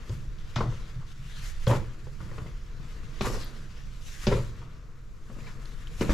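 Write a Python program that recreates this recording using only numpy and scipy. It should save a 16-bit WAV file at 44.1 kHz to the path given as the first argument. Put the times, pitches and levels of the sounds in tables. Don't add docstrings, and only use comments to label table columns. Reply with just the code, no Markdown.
import sys
import numpy as np
from scipy import signal
from scipy.fft import rfft, irfft, next_fast_len
from scipy.io import wavfile
from scipy.ndimage import uniform_filter1d, map_coordinates

SR = 44100
rng = np.random.default_rng(int(sys.argv[2]) if len(sys.argv) > 2 else 0)


def gain_from_decibels(decibels):
    exponent = np.asarray(decibels, float) / 20
    return 10 ** exponent


def to_wav(sig):
    pcm = np.clip(np.atleast_2d(sig), -1, 1) * 32767
    pcm = np.round(pcm).astype(np.int16)
    wavfile.write(sys.argv[1], SR, pcm.T)


N = 270333

# t/s, knock peak level/dB, thud re knock/dB, hard clack re knock/dB, knock pitch f/Hz
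HEELS = [
    (0.561, -29, 4, 4.5, 693),
    (1.669, -21.5, 2.5, -1, 507),
    (3.209, -23.5, -6.5, -1, 346),
    (4.2698, -15.5, -6, -10.5, 380),
    (6.0107, -17, -16.5, -12.5, 321),
]


def unit(x):
    return x / np.sqrt(np.mean(x ** 2) + 1e-20)


def peak(x):
    return x / np.abs(x).max()


def along(points, hz):
    f, v = np.transpose(points)
    return np.interp(np.log(hz + 1), np.log(f + 1), v)


def curves(rows):
    s, *cols = np.transpose(rows)
    return [np.interp(np.arange(N) / SR, s, c) for c in cols]


def wobble(rate):
    knots = rng.standard_normal(int(N * rate / SR) + 4)
    return map_coordinates(knots, [np.arange(N) * rate / SR])


def filtered(x, response):
    size = x.shape[-1]
    m = next_fast_len(size + min(size // 2, SR // 4))
    return irfft(rfft(x, m) * response(np.fft.rfftfreq(m, 1 / SR)), m)[..., :size]


def modes(table):
    def response(f):
        total = 0
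        for k, (centre, width, db) in enumerate(table):
            ring = 1j * f * width / (centre * centre - f * f + 1j * f * width)
            total = total + (-1) ** k * gain_from_decibels(db) * ring
        return total
    return response


def spread(pair):
    # f/Hz, left-right likeness (1 = the same)
    alike = [(30, 0.83), (70, 0.98), (150, 0.99), (300, 0.86), (600, 0.71), (1200, 0.71), (2400, 0.39),
             (5000, 0.77), (9000, 0.62), (13000, 0.23)]

    def middle_and_side(hz):
        angle = np.arccos(np.clip(along(alike, hz), -1, 1)) / 2
        return np.array([np.cos(angle), np.sin(angle)])
    mid, side = filtered(pair, middle_and_side)
    return np.array([mid + side, mid - side])


def rush(spectrum, patchy_db):
    z = signal.stft(rng.standard_normal((2, N)), nperseg=512)[2]
    field = uniform_filter1d(rng.standard_normal(z.shape[1:]), 5, 0)
    field = uniform_filter1d(field, 10, 1)
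    pair = signal.istft(z * gain_from_decibels(patchy_db * unit(field)), nperseg=512)[1][:, :N]
    return unit(spread(filtered(pair, lambda hz: gain_from_decibels(along(spectrum, hz)))))


def steadied(x, span_s):
    power = uniform_filter1d(np.mean(x ** 2, axis=0), round(span_s * SR))
    return unit(x / np.sqrt(np.abs(power) + 0.039))


def swells(rows, rest_db):
    t = np.arange(0, N + 32, 32) / SR
    power = gain_from_decibels(rest_db) ** 2
    for s, db, rise, fall in rows:
        drop_db = 20 * np.maximum((s - t) / abs(rise), (t - s) / abs(fall))
        power = power + gain_from_decibels(db - drop_db) ** 2
    return np.interp(np.arange(N) / SR, t, 10 * np.log10(power))


def contacts():
    # t/s, knock peak level/dB, thud re knock/dB, clack re knock/dB, knock pitch f/Hz
    soles = [(0.584, -34, 2, 0, 357), (0.606, -24.5, -3, -4.5, 470), (0.634, -33.5, 8, -7, 650),
             (0.659, -33, 4, -24, 333), (0.721, -43.5, 9, 3, 500), (1.696, -22.5, -4.5, -5.5, 540),
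             (1.711, -20.5, -5.5, 1, 596), (1.734, -23, -6, -4, 500), (1.749, -33, 6, 2, 480),
             (1.789, -44, 1, -19, 460.2), (1.829, -47.5, 6, -9, 398), (3.269, -26, -9, -14, 447),
             (3.3, -32.5, -16.5, -7, 600), (3.344, -38, -7, 3.5, 474), (3.379, -49, 1, -3, 497),
             (4.315, -19.5, -6.5, -12, 500), (4.322, -19.5, -1.5, -2.5, 415), (4.334, -33, -28, -15, 514),
             (4.367, -30.5, -18, -1.5, 330), (4.39, -34.5, 5, -15, 285), (6.02, -24, -11.5, -7.5, 416),
             (6.042, -31, -4, -8, 296), (6.093, -21, -14, -5, 307), (6.103, -22.5, -20, -4, 278),
             (6.119, -32, -15, -2, 300)]
    # t/s, knock peak level/dB, thud re knock/dB, clack re knock/dB, knock pitch f/Hz
    shuffles = [(0.096, -36.5, 5.5, -23, 353), (0.123, -49, 6, -3, 380), (0.957, -55.5, 22.5, -19, 560),
                (2.069, -40.5, -16, -11, 478), (2.204, -43.5, 7, 1, 288), (2.313, -42.5, 6, -4, 470),
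                (2.38, -39, 1.5, 4, 397), (2.413, -37, 1, -22.5, 290), (2.459, -42.5, -2, -6, 465),
                (4.616, -47.5, -15, 4.5, 695), (5.297, -41, -6, -12, 323), (5.315, -47.5, -3, -22, 324),
                (5.365, -42, -5, -22, 275), (5.386, -44, -2, 0, 313), (5.471, -56.5, -7, 13, 385),
                (5.995, -46.5, 10, -21, 250), (6.08, -38, 2, -4, 300)]
    touches = []
    for rows, base_s in [(HEELS, 0.0067), (soles, 0.0051), (shuffles, 0.0069)]:
        for row in rows:
            db, thud_db = row[1], row[2]
            length_s = base_s * gain_from_decibels(0.18 * thud_db - 0.16 * (db + 30))
            touches.append((*row, length_s))
    return sorted(touches)


def shaft(size):
    # f/Hz, time to fall by 60 dB t/s
    echo_t60 = [(60, 0.37), (160, 0.39), (420, 0.31), (1100, 0.3), (3000, 0.25), (8000, 0.22)]
    hz, t, z = signal.stft(rng.standard_normal((2, size)), SR, nperseg=256)
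    fading = z * gain_from_decibels(-60 * t / along(echo_t60, hz)[:, None])
    tail = signal.istft(fading, SR, nperseg=256)[1][:, :size]
    return tail / np.linalg.norm(tail[0])


def background():
    # t/s, rumble level/dB, left-right difference/dB
    air = [(0.0, -42, 0), (0.2, -40.5, -8.5), (0.63, -35.5, 2.5), (1.19, -42, -4), (1.64, -31.5, -3.5),
           (1.74, -35, 6), (1.78, -35.5, -11), (1.94, -39.5, 6), (2.05, -41, -9), (3.09, -38.5, 4),
           (3.12, -43, -12), (3.3, -30, 0), (3.55, -41, -5.5), (4.23, -39.5, -5.5), (4.27, -28, -1),
           (4.66, -45.5, -2), (5.99, -37.5, 1.5), (6.13, -33, -6)]
    # t/s, level/dB
    outside = [(0, -51), (.2, -56.5), (1.1, -61), (1.6, -62), (2.1, -60.5), (2.3, -49.5), (2.62, -58.5),
               (2.85, -55), (3.15, -55.5), (3.7, -56), (4.1, -60.5), (4.6, -57), (5.05, -64), (5.45, -54.5),
               (5.75, -54), (6.13, -53)]
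    # f/Hz, level per Hz/dB
    rumble_spectrum = [(8.8, -5), (15, 9.5), (42, -1), (90, -16), (120, -16), (200, -120)]
    # f/Hz, level per Hz/dB
    hum_spectrum = [(60, -8.5), (86, -10.5), (104, -6.5), (115, -13), (126, 0), (150, -8), (200, -16.5),
                    (260, -35.5), (340, -27.5), (570, -120)]
    # f/Hz, level per Hz/dB
    street_spectrum = [(130, -21), (220, 1), (285, -6), (333, -3), (377, -8), (473, -2.5), (546, -13.5),
                       (593, -10.5), (834, -18), (1030, -10.5), (1270, -9), (2600, -21.5), (3380, -29.5),
                       (5720, -120)]
    # f/Hz, level per Hz/dB
    hiss_spectrum = [(1060, -55), (1800, -7), (3140, -14), (3710, -10), (6180, -10), (6960, -10),
                     (8910, -22.5), (10100, -25), (11300, -24), (12500, -17), (16000, -43)]
    # t/s, level/dB
    far_steps = [(1.2, -42), (1.4, -41), (2.03, -35), (2.8, -38), (3.05, -44), (3.6, -41), (4.0, -43.5),
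                 (5.33, -48)]

    gust_db, lean_db = curves(air)
    open_db, = curves(outside)
    sides_db = np.array([lean_db, -lean_db]) / 2
    rumble = gain_from_decibels(gust_db + 1.5 + sides_db) * steadied(rush(rumble_spectrum, patchy_db=0.5), span_s=0.106)

    rise_s, fall_s, ceiling_db = 0.043, 0.14, -36.5
    stirs = [(s, db, rise_s, fall_s) for s, db in far_steps]
    for s, db, thud_db, *_ in contacts():
        stirs.append((s + rise_s, min(db + thud_db - 4.5, ceiling_db), rise_s, fall_s))
    swell_db = swells(stirs, rest_db=-47) + 0.28 * (open_db - open_db.mean()) + 2.1 * wobble(9)
    swell_db = np.minimum(swell_db, ceiling_db)
    hum = gain_from_decibels(swell_db - 1.5) * steadied(rush(hum_spectrum, patchy_db=1.5), span_s=0.073)

    glow_db = swells([(s + 0.11, -52, 0.1, 0.66) for s, *_ in HEELS], rest_db=-90)
    murmur = unit(gain_from_decibels(1.2 * wobble(3.77)) * rush(street_spectrum, patchy_db=0.5))
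    street = np.hypot(gain_from_decibels(open_db), gain_from_decibels(glow_db)) * murmur
    hiss = gain_from_decibels(-71) * rush(hiss_spectrum, patchy_db=0.3)
    return rumble + hum + street + hiss


def drag():
    # t/s, level/dB, fall per 20 dB t/s, fine dust re level/dB
    crushes = [
        (.565, -45, 0.11, -29),
        (1.675, -40, 0.1171, -2.5),
        (3.217, -41, 0.225, -9),
        (4.275, -37, 0.1226, -14),
        (6.014, -40.5, 0.06, -5.5),
    ]
    # t/s, level/dB, rise per 20 dB t/s, fall per 20 dB t/s, dust re level/dB
    scuffs = [(.096, -60, -0.6, -0.1, -9), (.128, -56, -0.1, -0.22, -4.5), (.21, -68.5, -4.5, 0.7, -6),
              (.54, -60.5, 0.1, 0.4, -9), (2.034, -73, 1, -1, -14), (2.204, -60, -0.06, 0.25, -7),
              (2.382, -59.5, -1.6, 0.44, -7), (3.19, -52, 0.2, 0.6, -12), (3.258, -43.5, 0.0354, 0.19, 0),
              (3.355, -50, 0.15, 0.43, -8), (4.367, -47, 0.26, 0.1557, -6), (5.403, -58.5, .1, 0.2, -6),
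              (5.485, -50.5, 0.09, 0.07, -12), (6.0, -48.5, -0.1, 1, -3.5), (1.715, -44.5, 0.1, 0.06, -9),
              (1.77, -46.5, .1, 0.01, -8), (.61, -48.5, -0.11, 0.14, -14), (5.33, -64.5, 0.25, -0.1, -3.5),
              (6.102, -42.5, 0.05, .2, -10)]
    # t/s, level/dB, rise per 20 dB t/s, fall per 20 dB t/s, dust re level/dB
    slides = [(.05, -62.5, 3, 0, -23), (.32, -64.5, -1.5, 2, -14), (.8, -55.5, 0.83, .5, -11),
              (1.131, -56, 0.2, 0, -10.5), (1.39, -51.5, 0.2, 0.5, -19), (1.501, -50.5, 0.33, 0.05, -2),
              (1.64, -58, 0.2158, 0.03, -3), (1.82, -56, 1.7, 0.23, -14), (2.47, -60.5, -0.1, 2.3, -14),
              (2.86, -58.5, 0.17, 1.5, -9.5), (3.785, -58.5, 0.7, 0.5, -14), (4.09, -53, 0.18, .5, -3.5),
              (4.241, -50.5, 0.28, 0.13, -2), (4.6, -60, 2, 0.47, -14), (5.7, -57.5, 0.75, 4, -7.5)]
    # start t/s, length t/s, first f/Hz, last f/Hz, lift level/dB
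    swish = [
        (1.1, 0.48, 1488, 8560, 4.5),
        (3.244, 0.34, 5600, 4100, 5),
        (4, 0.29, 6470, 6300, 6),
    ]
    # f/Hz, level per Hz/dB
    grit_spectrum = [(820, -8.5), (1400, 0.5), (1780, 0.5), (2560, -1), (2780, -0.5), (3010, -2),
                     (3510, -2), (6240, -7.5), (8000, -18.5), (10400, -36), (17600, -120)]
    # f/Hz, level per Hz/dB
    dust_spectrum = [(4410, -12), (7500, -3.5), (8280, -12), (10300, -10), (11200, -14), (12400, -12),
                     (15700, -33)]

    strokes = [(s, db, 0.0018, fall, dust) for s, db, fall, dust in crushes]
    strokes = [*strokes, *scuffs, *slides]
    level_db = swells([row[:4] for row in strokes], rest_db=-85)
    dust_rows = [(s + 0.0021, db + dust, rise, fall) for s, db, rise, fall, dust in strokes]
    dust_db = swells(dust_rows, rest_db=-81.5)
    grains = gain_from_decibels(0.6 * wobble(300) + 1.38 * wobble(40))

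    hz, t, z = signal.stft(grains * rush(grit_spectrum, patchy_db=2.0), SR, nperseg=512)
    for s, length, first_hz, last_hz, lift_db in swish:
        u = np.clip((t - s) / length, 0, 1)
        centre_hz = first_hz * (last_hz / first_hz) ** u
        band = np.exp(-(np.log((hz[:, None] + 1) / centre_hz) / 0.2) ** 2)
        z = z * gain_from_decibels(lift_db * np.sqrt(np.abs(np.sin(np.pi * u))) * band)
    grit = unit(signal.istft(z, SR, nperseg=512)[1][:, :N])
    dust = unit(grains * rush(dust_spectrum, patchy_db=1.3))
    return gain_from_decibels(level_db + 0.87) * grit + gain_from_decibels(dust_db + 1.0) * dust


def ticks():
    # t/s, peak level/dB, pitch f/Hz, ring time to fall by 60 dB t/s, broad snap re ring/dB
    cracks = [(0.0945, -50.5, 6500, .012, 6.5), (0.386, -50, 2910, 0.0082, 3.5),
              (0.559, -41.5, 3570, 0.052, 9), (0.56, -40.5, 6250, 0.013, -1), (0.585, -50, 4800, .012, -5),
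              (.607, -41, 2100, 0.017, -6), (1.668, -43, 4320, 0.021, 7.5),
              (1.675, -36.5, 3270, 0.033, -24), (1.712, -48, 3080, .015, -5),
              (2.0695, -46, 1000, 0.008, -13), (2.204, -46, 1400, 0.016, -5), (2.314, -50, 1900, 0.03, -14),
              (2.382, -51.5, 2580, 0.014, 2), (2.383, -46, 1200, 0.023, -15), (2.467, -52, 2100, 0.035, -8),
              (2.846, -67, 3190, .01, 8.5), (3.209, -39.5, 3460, 0.034, 7), (3.21, -37, 2500, .02, -17),
              (3.358, -42, 1240, .025, -8), (3.445, -42, 13500, 0.009, -7), (4.268, -35, 4860, 0.043, 7),
              (5.405, -52, 2500, 0.027, -8), (5.468, -49.5, 2340, 0.082, -7), (5.653, -56, 10600, .012, -4),
              (5.656, -47, 4200, .013, 3), (5.695, -63, 11800, .012, -22),
              (5.872, -38, 3000, 0.0084, -26.5), (6.0085, -41.5, 2910, 0.045, 5),
              (6.01, -47, 5100, .025, -15), (6.049, -46, 4200, .02, -12), (6.098, -42, 5700, 0.016, -2),
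              (6.103, -41, 4770, 0.019, -11)]
    # f/Hz, level per Hz/dB
    snap_spectrum = [(880, -16), (1500, 3.5), (3770, 9), (5020, 5), (7170, -5), (8320, -24), (11700, -30),
                     (13300, -30), (16000, -55)]
    out, t = np.zeros((2, N + SR)), np.arange(SR // 10) / SR
    for s, db, hz, t60, snap_db in cracks:
        snap_t60 = 1.04 * t60 * gain_from_decibels(0.96 * max(snap_db, 0))
        waver = np.cumsum(rng.normal(0, 0.04, len(t)))
        ring = np.sin(2 * np.pi * hz * t + waver) * gain_from_decibels(-60 * t / t60) * (1 - np.exp(-t / 0.00017))
        noise = rng.standard_normal((2, len(t)))
        snap = unit(filtered(noise, lambda f: gain_from_decibels(along(snap_spectrum, f))))
        snap = snap * gain_from_decibels(snap_db - 8.5 - 60 * t / snap_t60)
        ring_pair = ring * np.array([[1], [0]])
        out[:, round(s * SR):][:, :len(t)] += gain_from_decibels(db + 6.0) * (ring_pair + snap)
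    return spread(out[:, :N])


def steps():
    # f/Hz, width f/Hz, level/dB
    air_modes = [(42, 87, -11), (119.3, 14.2, 12.5), (171, 31, -2.5)]
    # f/Hz, width f/Hz, level/dB
    tread = [(206, 66, 0.5), (336, 160, -2.5), (500, 226, -7), (600, 144, -7)]
    # f/Hz, width f/Hz, level/dB
    edge = [(810, 440, -13), (1013, 190, 7), (1370, 260, 3.5), (2100, 960, -4.5)]

    size = SR // 3
    pair, t = np.zeros((2, N + size)), np.arange(size // 2) / SR
    push = -t / 0.003 * np.exp(-t / 0.0028)
    thud = peak(filtered(push, modes(air_modes)))
    first_touch = t / 0.00024 * np.exp(-t / 0.00016)
    for s, db, thud_db, clack_db, knock_hz, length in contacts():
        bumps_db = 3.4 * rng.standard_normal((2, len(t) // 40 + 1)).repeat(40, axis=1)[:, :len(t)]
        grains = rng.standard_normal((2, len(t))) * gain_from_decibels(bumps_db)
        fade = np.exp(-t / np.clip(length, 0.001, 0.06)) * (1 - np.exp(-t / 0.0011))
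        burst = grains * fade + 2.3 * first_touch

        body = modes([*tread, (knock_hz, 90, 2.5)])
        knock = peak(filtered(burst[0], lambda hz: body(hz) / (1 + 1j * hz / 2400) ** 2))
        clack = peak(filtered(burst[1], lambda hz: modes(edge)(hz) / (1 + 1j * hz / 5460) ** 2))
        direct = gain_from_decibels(thud_db + 1.5) * thud + knock + gain_from_decibels(clack_db - 2.5) * clack
        direct = gain_from_decibels(db + 2.5) * direct

        delayed = np.pad(direct, (130, 0))[None]
        echo = signal.fftconvolve(delayed, shaft(size), axes=1)[:, :size]
        start = round(s * SR)
        pair[:, start:start + size] += gain_from_decibels(-4.0) * echo
        pair[0, start:start + len(t)] += direct
    return spread(pair[:, :N])


def jolts():
    # t/s, peak level/dB, swing f/Hz
    bumps = [
        (0.096, -23.5, 83),
        (.277, -26.5, 34.8),
        (2.517, -28, 32.2),
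        (3.31, -26.5, 35),
        (5.607, -29, 29.8),
        (6.095, -15, 52),
    ]
    out, t = np.zeros(N + SR), np.arange(SR // 5) / SR
    for s, db, hz in bumps:
        swing = np.sin(2 * np.pi * hz * t) * hz * t * np.exp(-2.5 * hz * t)
        out[round(s * SR):][:len(t)] -= gain_from_decibels(db + 16) * swing
    return out[:N]


def rubs():
    twists = [(0.606, 0.014, -23.5, 1095, 970), (5.464, 0.042, -46.5, 1590, 1800),
              (1, .045, -49.5, 1400, 1200), (1.9, .045, -57, 2900, 3600), (4.195, .07, -45, 2200, 1600),
              (1.695, 0.047, -28, 1000, 880), (1.671, 0.065, -24.5, 529, 450), (1.9, 0.14, -53, 250, 360),
              (3.238, 0.0508, -28.5, 1000, 1293), (3.33, 0.053, -32.5, 437, 500),
              (6.012, 0.024, -27, 2100, 2200), (6.096, .02, -36, 1800, 1100)]
    out = np.zeros(N)
    for s, length, db, first_hz, last_hz in twists:
        width_hz = 203 * (first_hz / 1000) ** 1.44
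        u = np.arange(round(length * SR)) / (length * SR)
        jitter = rng.normal(0, np.sqrt(2 * np.pi * abs(width_hz) / SR), len(u))
        glide_hz = first_hz + (last_hz - first_hz) * u
        tone = np.sin(np.cumsum(2 * np.pi * glide_hz / SR + jitter))
        out[round(s * SR):][:len(u)] += gain_from_decibels(db - 1.0) * tone * np.sqrt(np.sin(np.pi * u))

    def sole(hz):
        low_cut = (hz / 300) ** 2 / (1 + (hz / 300) ** 2)
        return low_cut / (1 + (hz / 2200) ** 4)
    out = filtered(out, sole)
    echo = signal.fftconvolve(out[None], shaft(SR // 3), axes=1)[:, :N]
    return out + gain_from_decibels(-7.5) * spread(echo)


def scene():
    return background() + drag() + ticks() + steps() + jolts() + rubs()


def top_cut(x):
    return signal.sosfilt(signal.butter(12, 16430, fs=SR, output="sos"), x)


def record(dry):
    # f/Hz, left-right difference/dB
    lean = [(60, 1.4), (125, 0), (250, 1.1), (500, 1), (1200, 3.5), (4000, 2), (8000, 2.5), (10500, 3.5),
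            (13000, 11.5)]

    def microphones(hz):
        top = (hz < 15750) / np.sqrt(1 + (hz / 13900) ** 18)
        return gain_from_decibels(np.array([[0.5], [-0.5]]) * along(lean, hz)) * top
    padded = np.pad(dry, ((0, 0), (0, SR // 10)), "reflect")
    wet = filtered(padded, microphones)[:, :N]
    return top_cut(wet)


dry = scene()
out = record(dry)
to_wav(out)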